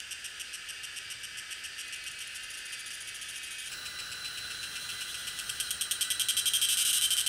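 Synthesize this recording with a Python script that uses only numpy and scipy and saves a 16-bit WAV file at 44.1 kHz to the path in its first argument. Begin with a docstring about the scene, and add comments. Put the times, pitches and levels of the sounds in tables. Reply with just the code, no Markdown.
"""Near cicadas chirp on forest trees: each chirp is a burst of tymbal buckles, each buckle a quick run of rib clicks.
Three sing in turn, overlapping; the last draws its chirps out, faster and louder, at a second listening spot.
A neighbour buzzes behind the trees by the same clicks, mostly as echo; pulse trains make far, unbroken drones.
Coloured and narrow-band noise makes the far chorus, faint insect bands, low murmur and rumble of each spot.
At the second spot crickets add two wavering sine tones an octave apart."""
import sys
import numpy as np
from scipy import signal
from scipy.fft import rfft, irfft, next_fast_len
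from scipy.io import wavfile
from scipy.ndimage import uniform_filter1d, map_coordinates

SR = 44100
rng = np.random.default_rng(int(sys.argv[2]) if len(sys.argv) > 2 else 0)


def linear_from_db(decibels):
    """Turn decibels (scalar or array-like) into linear amplitude factors; 0 gives 1."""
    return 10 ** (np.asarray(decibels, float) / 20)


def to_wav(s):
    """Save 16-bit WAV."""
    ch = np.atleast_2d(s).T  # columns
    pcm = np.round(np.clip(ch, -1, 1) * 32767)  # PCM
    wavfile.write(sys.argv[1], SR, pcm.astype(np.int16))


N = 321048

MOVE_S = 3.7  # the listener changes spot (s)

# Chirps of each near singer: start_s, buckles (count)
FIRST_CHIRPS = [(.003, 1), (.1103, 6), (.2442, 6), (.3982, 6), (.5327, 7), (.6892, 6), (.8344, 6),
                (.9629, 7), (1.1023, 7), (1.2338, 6), (1.3731, 7), (1.5085, 7), (1.6392, 7), (1.7826, 9),
                (1.9259, 6), (2.0652, 6), (2.2052, 6), (2.3487, 7), (2.539, 5), (2.7294, 6), (2.9063, 5),
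                (3.074, 5), (3.214, 5), (3.343, 6), (3.462, 7), (3.64, 6)]
SECOND_CHIRPS = [(1.8812, 2), (1.9616, 2), (2.0396, 2), (2.1127, 3), (2.1889, 3), (2.2728, 3), (2.3527, 5),
                 (2.4338, 5), (2.5041, 5), (2.5732, 6), (2.6541, 5), (2.7232, 6), (2.7944, 6), (2.8607, 7),
                 (2.9313, 8), (3.0048, 7), (3.0753, 7), (3.1462, 7), (3.2152, 7), (3.2865, 8), (3.3592, 9),
                 (3.4326, 7), (3.5091, 8), (3.5837, 8), (3.6586, 8)]
THIRD_CHIRPS = [(3.7184, 6), (3.856, 5), (3.9898, 5), (4.118, 5), (4.2469, 5), (4.3761, 5), (4.5048, 5),
                (4.6308, 5), (4.7568, 5), (4.8918, 5), (5.0094, 6), (5.1444, 4), (5.2712, 5), (5.3895, 4),
                (5.495, 3), (5.6012, 4), (5.7076, 3), (5.8112, 4), (5.9118, 4), (6.0102, 6), (6.1036, 6),
                (6.197, 7), (6.2863, 7), (6.3684, 9), (6.4579, 9), (6.536, 10), (6.6158, 11), (6.6879, 15),
                (6.7722, 15), (6.8514, 16), (6.9308, 14), (7.013, 1), (7.0206, 11), (7.1059, 9),
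                (7.1686, 1), (7.1762, 6), (7.205, 3), (7.2642, 4)]
# Nominal wait between buckles, short in a crisp chirp, longer in a drawn-out one: time_s, wait_s
FIRST_WAIT = [(0, .00402)]
SECOND_WAIT = [(1.9, .0032), (2.4, .0033), (2.8, .00346), (3.7, .0035)]
THIRD_WAIT = [(3.7, .00397), (4.7, .00392), (5.4, .00377), (6.2, .0038), (6.55, .00387), (6.85, .00407),
              (7.28, .0041)]
# Drive level of each song, ahead of the body's resonances: time_s, level_db
FIRST_LEVEL = [(0, -13.5), (.7, -16.5), (2.2, -17.5), (2.5, -20.5), (2.9, -19.5), (3.2, -22), (3.7, -27)]
SECOND_LEVEL = [(1.9, -22), (2.1, -21), (3.7, -19.5)]
THIRD_LEVEL = [(3.72, -22.5), (3.9, -21.5), (4.5, -24), (5.05, -19.5), (5.36, -14.5), (5.5, -8), (5.71, -4),
               (5.92, -2.9), (6.05, -3.5), (6.25, -4), (7.28, -3.5)]
# Mean rate of rib clicks within a buckle, set by the tymbal's tension: time_s, rib_rate_hz
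FIRST_RIBS = [(0, 2853), (3, 2800)]
SECOND_RIBS = [(2, 3120), (3.7, 3090)]
THIRD_RIBS = [(3.701, 2700), (5.199, 2815), (5.7, 2820), (6.2, 2888), (7.28, 2840)]
# Strength of successive ribs in a slack and in a taut buckle: level_db
SLACK_BUCKLE = [-9, -2, 0, -1.5, -7, -15]
TAUT_BUCKLE = [-34, -19, 0, -.3, -17, -28]
# Colour of one rib click: frequency_hz, level_db
FIRST_CLICK = [(1200, -52), (2200, -3), (3000, 2), (5700, -4), (7200, 2.5), (8500, -1), (10300, -2),
               (11300, -7), (12700, -18), (14000, -26), (16000, -29)]
SECOND_CLICK = [(2000, -25), (3200, -5), (4800, -4), (6300, -5.5), (7500, 4), (9300, -2), (10500, 8.5),
                (11200, -2), (12500, -15), (14000, -17), (16000, -43)]
THIRD_CLICK = [(1200, -39), (2300, -7), (3000, -6), (4300, 6), (5700, -9), (6900, 1.5), (7700, 2.5),
               (8600, -2.5), (9500, 5), (10150, -5.5), (10600, -1), (11500, -7.5), (12750, -3.5),
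               (13200, -20), (14500, -15.5), (15700, -24), (16500, -47)]
# The body as effort changes: time_s, tautness (0-1), abdomen_hz, low_partials_db, abdomen_ring_db
FIRST_BODY = [(0, 0.18, 2800, 0, -25), (3.7, 0.26, 2807, 1, -17)]
SECOND_BODY = [(2, 0.87, 3168, 0, -3), (3.7, 1, 3168, 0, 6)]
THIRD_BODY = [(3.7, 0.11, 3185, 7.5, -9), (4.8, 0.11, 3185, 9, 1), (5.3, .23, 3185, 4, 8),
              (5.7, 0.31, 3185, -1, 7), (6.1, 0.56, 3185, 0, 8.5), (6.672, 0.45, 3185, -1, 13),
              (6.76, 0.78, 3090, -0.5, 8), (7.28, 0.73, 3125, -1.5, 11)]
# Echo among trunks: frequency_hz, t60_s
TREES = [(2000, 0.16), (5000, 0.24), (9000, 0.3), (10500, 0.16), (14000, 0.12)]
# Singer behind the trees, level ahead of throb and echo: time_s, level_db
NEIGHBOUR_LEVEL = [(0, -59), (1.2, -61), (3.4, -52.5), (3.68, -49), (3.72, -87), (4.3, -54.5), (5.1, -46),
                   (5.39, -49), (5.6, -49), (5.7, -45)]
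# Two far buzzers, mean pulses a second: pulse_rate_hz
DRONE_HZ = [253.1, 257.5]
# Their mean levels: time_s, first_level_db, second_level_db
DRONE_LEVEL = [(0, -54, -68), (.75, -50.5, -53.5), (1.5, -51.5, -50), (2.4, -48.5, -49), (2.9, -52, -52),
               (3.69, -49.5, -51)]
# Colour of one drone pulse: frequency_hz, level_db
DRONE_BODY = [(1000, -51), (1270, -11.5), (1780, -3.5), (2030, -5), (2550, 0.5), (2800, -1.5), (3050, -6),
              (3570, -13.5), (4700, -6), (6500, -47)]
# Far chorus, one colour per spot: frequency_hz, relative level_db per Hz
CHORUS = [
    [(650, -39), (1100, -37), (1240, -11.5), (1680, 2), (2130, -9.5), (2730, 0), (3010, 0), (4030, -17),
     (4830, -8.5), (7060, -16), (8540, -11), (10000, -21.5), (11300, -25), (12900, -32), (16000, -34)],
    [(620, -79), (1050, -23), (1480, 5.5), (2180, -11.5), (2900, 0.5), (3600, -10.5), (3980, -2.5),
     (4840, -9.5), (5540, -4.5), (6730, -15), (8170, -11), (10500, -11.5), (11800, -27), (15100, -18.5),
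     (16000, -23.5)],
]
# Its level at each spot: level_db
CHORUS_DB = [-46, -43]
# Low murmur, one colour per spot: frequency_hz, relative level_db per Hz
MURMUR = [
    [(15, -25), (25, 0), (76, 5), (102, -34), (139, -7.5), (369, -2.5), (1150, -8), (1500, -47),
     (2530, -120)],
    [(15, -44), (25, -7), (54, 2.5), (118, -3.5), (291, -7), (375, -6), (924, -9.5), (1100, -10.5),
     (1430, -27), (2420, -120)],
]
# Its level at each spot: level_db
MURMUR_DB = [-64.5, -58.5]
# Fainter insect bands at each spot: centre_hz, width_hz of each filter pass, mean level_db
BANDS = [
    [(1240, 75, -78.5), (1747, 130, -74), (3566, 71, -64), (3764, 11, -68), (4814, 300, -59),
     (5800, 46, -65)],
    [(1219, 47, -62.5), (3890, 200, -56.5), (4200, 45, -58.5), (5200, 460, -68.5), (15400, 900, -62)],
]
# Far rumble at each spot: mean level_db
RUMBLE_DB = [-70, -66.5]
# Crickets' two notes, mean levels ahead of echo: time_s, upper_level_db, lower_level_db
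WHISTLE_LEVEL = [(3.7, -53, -59), (3.94, -46, -53), (4.5, -45.5, -55.5), (5.5, -51, -55), (5.8, -47.5, -59),
                 (6.05, -45.5, -51), (6.66, -44, -59), (7.28, -46, -55)]
# Upper note's slow pitch course, about which it wavers: time_s, pitch_hz
WHISTLE_HZ = [(3.7, 3990), (4.4, 4035), (5.2, 3995), (5.6, 3960), (7.28, 3945)]

FIRST_SAC, SECOND_SAC, THIRD_SAC = 650, 230, 177  # width of the hollow abdomen's ring (Hz)
UNEVEN_S, UNEVEN_DB = .00003, .5  # scatter of buckle times (s) and sizes (dB)
HESITATION = .22  # scatter of the wait ahead of rounding (swings)
# Scatter of a taut tymbal's rib times (steps) and rate (share); of rib sizes at any tension (dB)
RIB_SLACK, RIB_DRIFT, RIB_DB = .012, .006, .7
LOOSE_SCATTER = 3  # a fully slack tymbal scatters rib times and rate this many times more


def unit(x):
    """Scale to rms 1."""
    return x / np.sqrt(np.mean(x ** 2) + 1e-20)


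def along(points, hz):
    """Read (Hz, value) points on a log frequency axis."""
    f, v = np.transpose(points)
    return np.interp(np.log(hz + 1), np.log(f + 1), v)


def at_times(points, s):
    """Read (s, value) points at the given times."""
    return np.interp(s, *np.transpose(points))


def curves(rows):
    """One dB value per sample for each column, silent outside the rows."""
    s, *cols = np.transpose(rows)
    return [np.interp(np.arange(N) / SR, s, c, -120, -120) for c in cols]


def wobble(rate):
    """A smooth random curve, rate knots a second."""
    knots = rng.standard_normal(int(N * rate / SR) + 4)
    return map_coordinates(knots, [np.arange(N) * rate / SR])


def filtered(x, response):
    """Shape x by a complex response of frequency."""
    m = 2 * next_fast_len(N // 2 + 4096)
    return irfft(rfft(x, m) * response(np.fft.rfftfreq(m, 1 / SR)), m)[:N]


def causal(points):
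    """The minimum-phase response with these levels: it rings only after its blow."""
    def response(hz):
        cepstrum = irfft(np.log(linear_from_db(along(points, hz))))
        cepstrum[1:len(hz) - 1] *= 2
        cepstrum[len(hz):] = 0
        return np.exp(rfft(cepstrum))
    return response


def resonance(f, hz, width):
    """One causal resonance with unit gain at its peak."""
    return 1j * f * width / (hz * hz - f * f + 1j * f * width)


def narrow(hz, width):
    """Noise of rms 1 in a steep narrow band, passed twice through one resonance."""
    return unit(filtered(rng.standard_normal(N), lambda f: resonance(f, hz, width) ** 2))


def impulses(s, size):
    """Impulses between samples, drawn as short windowed sincs."""
    at = s.ravel() * SR
    k = np.floor(at)[:, None] + np.arange(-7, 9)
    d = k - at[:, None]
    taps = size.ravel()[:, None] * np.sinc(d) * np.cos(np.pi * d / 16) ** 2
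    inside = (k >= 0) & (k < N)
    return np.bincount(k[inside].astype(int), taps[inside], N)


def buckles(s, db, rib_hz, taut, click):
    """Each buckle snaps its ribs in turn, fewer of them strong when taut; the clicks take the tymbal's colour."""
    count = len(SLACK_BUCKLE)
    chance = rng.standard_normal((len(s), 1 + 2 * count))
    loose = LOOSE_SCATTER ** (1 - taut[:, None])
    ribs_db = np.outer(1 - taut, SLACK_BUCKLE) + np.outer(taut, TAUT_BUCKLE)
    steps = np.arange(count) - (count - 1) / 2 + RIB_SLACK * loose * chance[:, 1:1 + count]
    rate_hz = rib_hz[:, None] * (1 + RIB_DRIFT * loose * chance[:, :1])
    times = s[:, None] + steps / rate_hz
    sizes = linear_from_db(db[:, None] + ribs_db + RIB_DB * chance[:, 1 + count:])
    return -filtered(impulses(times, sizes), causal(click))


def body(clicks, sac_hz, width, low_db, ring_db):
    """The low partials follow low_db; the abdomen rings on, blending between its lowest and highest pitch."""
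    lowest, highest = np.min(sac_hz), np.max(sac_hz)
    low = filtered(clicks, lambda f: 1 / (1 + (f / 6800) ** 8) + 2.2 * resonance(f, 2700, 800))
    deep = filtered(clicks, lambda f: resonance(f, lowest, width))
    high = filtered(clicks, lambda f: resonance(f, highest, width))
    share = (sac_hz - lowest) / (highest - lowest + 1)
    ring = deep + share * (high - deep)
    return clicks + (linear_from_db(low_db) - 1) * low + linear_from_db(ring_db) * ring


def echoes(x):
    """A diffuse answer of the trunks, 4 ms late, redrawn every third of a second as the air moves."""
    out, hop = np.zeros(N + SR), SR // 3
    for start in range(0, N, hop):
        hz, t, z = signal.stft(rng.standard_normal(SR // 2), SR, nperseg=256)
        decay = linear_from_db(-60 * t / along(TREES, hz)[:, None])
        tail = signal.istft(z * decay, SR, nperseg=256)[1]
        wet = signal.fftconvolve(x[start:start + hop], tail / np.linalg.norm(tail))
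        out[start:start + len(wet)] += wet
    return np.pad(out, (round(.004 * SR), 0))[:N]


def singer(chirps, wait, level, ribs, click, width, effort, wet_db, swell_db):
    """A near cicada: each buckle falls a whole number of abdomen swings into its chirp, now one more, now one less.

    wet_db sets the echo; swell_db is the rise from one buckle to the next."""
    start, k, n = np.transpose([(s, k, n) for s, n in chirps for k in range(n)])
    t, taut, sac_hz, low_db, ring_db = np.transpose(effort)
    chance = rng.standard_normal((len(start), 3))
    swing_hz = np.interp(start, t, sac_hz)
    swings = np.round(k * at_times(wait, start) * swing_hz + HESITATION * chance[:, 2])
    s = start + swings / swing_hz + UNEVEN_S * chance[:, 0]
    db = at_times(level, start) + swell_db * (k - (n - 1) / 2) + UNEVEN_DB * chance[:, 1]
    tautness = np.clip(np.interp(s, t, taut), 0, 1)
    clicks = buckles(s, db, at_times(ribs, s), tautness, click)
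    now = np.arange(N) / SR
    sac_now, low_now, ring_now = (np.interp(now, t, c) for c in (sac_hz, low_db, ring_db))
    direct = body(clicks, sac_now, width, low_now, ring_now)
    return direct + linear_from_db(wet_db) * echoes(direct)


def beats(rate_hz, drift):
    """Times of a steady train whose rate wanders by the share drift."""
    turns = np.cumsum(rate_hz * (1 + drift * wobble(14))) / SR
    return np.interp(np.arange(1, int(turns[-1])), turns, np.arange(N) / SR)


def neighbour():
    """A taut tymbal buckling without a break behind the trees: its level throbs and most of it is echo."""
    s = beats(rate_hz=np.full(N, 245.5), drift=.012)
    still = np.zeros_like(s)
    clicks = buckles(s, still, still + 2950, still + 1, THIRD_CLICK)
    throb_db = 5.1 * np.sin(2 * np.pi * 10.8 * np.arange(N) / SR + 1.4)  # its chirps run together
    voice = unit(body(clicks, sac_hz=3185, width=127, low_db=2.5, ring_db=11.5))
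    direct = linear_from_db(curves(NEIGHBOUR_LEVEL)[0] + throb_db) * voice
    return linear_from_db(-9.5) * direct + echoes(direct)


def drone():
    """Unbroken buzzes far off: each pulse rate shows as a comb of blurred lines."""
    out = np.zeros(N)
    for hz, level_db in zip(DRONE_HZ, curves(DRONE_LEVEL)):
        s = beats(np.full(N, hz), drift=.0045)
        sizes = linear_from_db(2 * rng.standard_normal(len(s)))
        buzz = filtered(impulses(s, sizes), causal(DRONE_BODY))
        out += linear_from_db(level_db + 1.33 * wobble(8.3)) * unit(echoes(buzz) + linear_from_db(-0.5) * buzz)
    return out


def hiss(spectrum, patchy_db):
    """Coloured noise of rms 1 with patches of random gain over time and frequency."""
    z = signal.stft(rng.standard_normal(N + 512), nperseg=512)[2]
    field = uniform_filter1d(rng.standard_normal(z.shape), size=4, axis=0)
    field = uniform_filter1d(field, size=10, axis=1)
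    noise = signal.istft(z * linear_from_db(patchy_db * unit(field)), nperseg=512)[1][:N]
    return unit(filtered(noise, lambda f: linear_from_db(along(spectrum, f))))


def far_chorus(spot):
    """Many distant singers merged into coloured noise."""
    return linear_from_db(CHORUS_DB[spot]) * hiss(CHORUS[spot], patchy_db=0.05)


def murmur(spot):
    """The low forest murmur as coloured noise."""
    return linear_from_db(MURMUR_DB[spot]) * hiss(MURMUR[spot], patchy_db=-0.27)


def insect_bands(spot):
    """Faint insects as narrow noise bands, each wavering in level."""
    return sum(linear_from_db(db + 2.2 * wobble(4.6)) * narrow(hz, width) for hz, width, db in BANDS[spot])


def rumble(spot):
    """A low noise band that comes and goes."""
    return linear_from_db(RUMBLE_DB[spot] + 2.1 * wobble(2.37)) * narrow(hz=109.5, width=79)


def forest():
    """The bed of each spot, fading over from one to the next at equal power."""
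    here, there = (far_chorus(k) + murmur(k) + insect_bands(k) + rumble(k) for k in range(2))
    moved = np.clip((np.arange(N) / SR - MOVE_S) / 0.039 + .5, 0, 1)  # 39 ms crossfade
    return np.sqrt(1 - moved) * here + np.sqrt(moved) * there


def whistle():
    """Crickets on one note and the octave below: the pitch wavers fast, the level flutters."""
    hz = at_times(WHISTLE_HZ, np.arange(N) / SR) * (1 + 0.00634 * wobble(70))
    phase = np.pi * np.cumsum(hz) / SR  # of the lower note
    upper_db, lower_db = curves(WHISTLE_LEVEL)
    upper = linear_from_db(upper_db + 2.5 * wobble(30)) * np.sin(2 * phase)
    lower = linear_from_db(lower_db + 2.7 * wobble(25)) * np.sin(phase)
    return upper + lower + linear_from_db(-7.5) * echoes(upper + lower)


def scene():
    """Three near singers, a neighbour, far drones, the forest bed and the crickets."""
    first = singer(FIRST_CHIRPS, FIRST_WAIT, FIRST_LEVEL, FIRST_RIBS, FIRST_CLICK, FIRST_SAC, FIRST_BODY,
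                   wet_db=-9.0, swell_db=.4)
    second = singer(SECOND_CHIRPS, SECOND_WAIT, SECOND_LEVEL, SECOND_RIBS, SECOND_CLICK, SECOND_SAC, SECOND_BODY,
                    wet_db=-10.5, swell_db=-0.1)
    third = singer(THIRD_CHIRPS, THIRD_WAIT, THIRD_LEVEL, THIRD_RIBS, THIRD_CLICK, THIRD_SAC, THIRD_BODY,
                   wet_db=-6.5, swell_db=-0.04)
    mix = first + second + third + neighbour() + drone() + forest() + whistle()
    return mix[None]


def low_pass(x):
    """Removes everything above the highest recorded frequency."""
    return signal.sosfilt(signal.butter(12, 16520, fs=SR, output="sos"), x)


def record(dry):
    """The microphone chain falls away steeply above its band edge at 15730 Hz, down to a small remainder."""
    mix = filtered(dry[0], lambda f: .08 + .92 / (1 + (f / 15730) ** 200))[None]
    return low_pass(mix)


dry = scene()
out = record(dry)
to_wav(out)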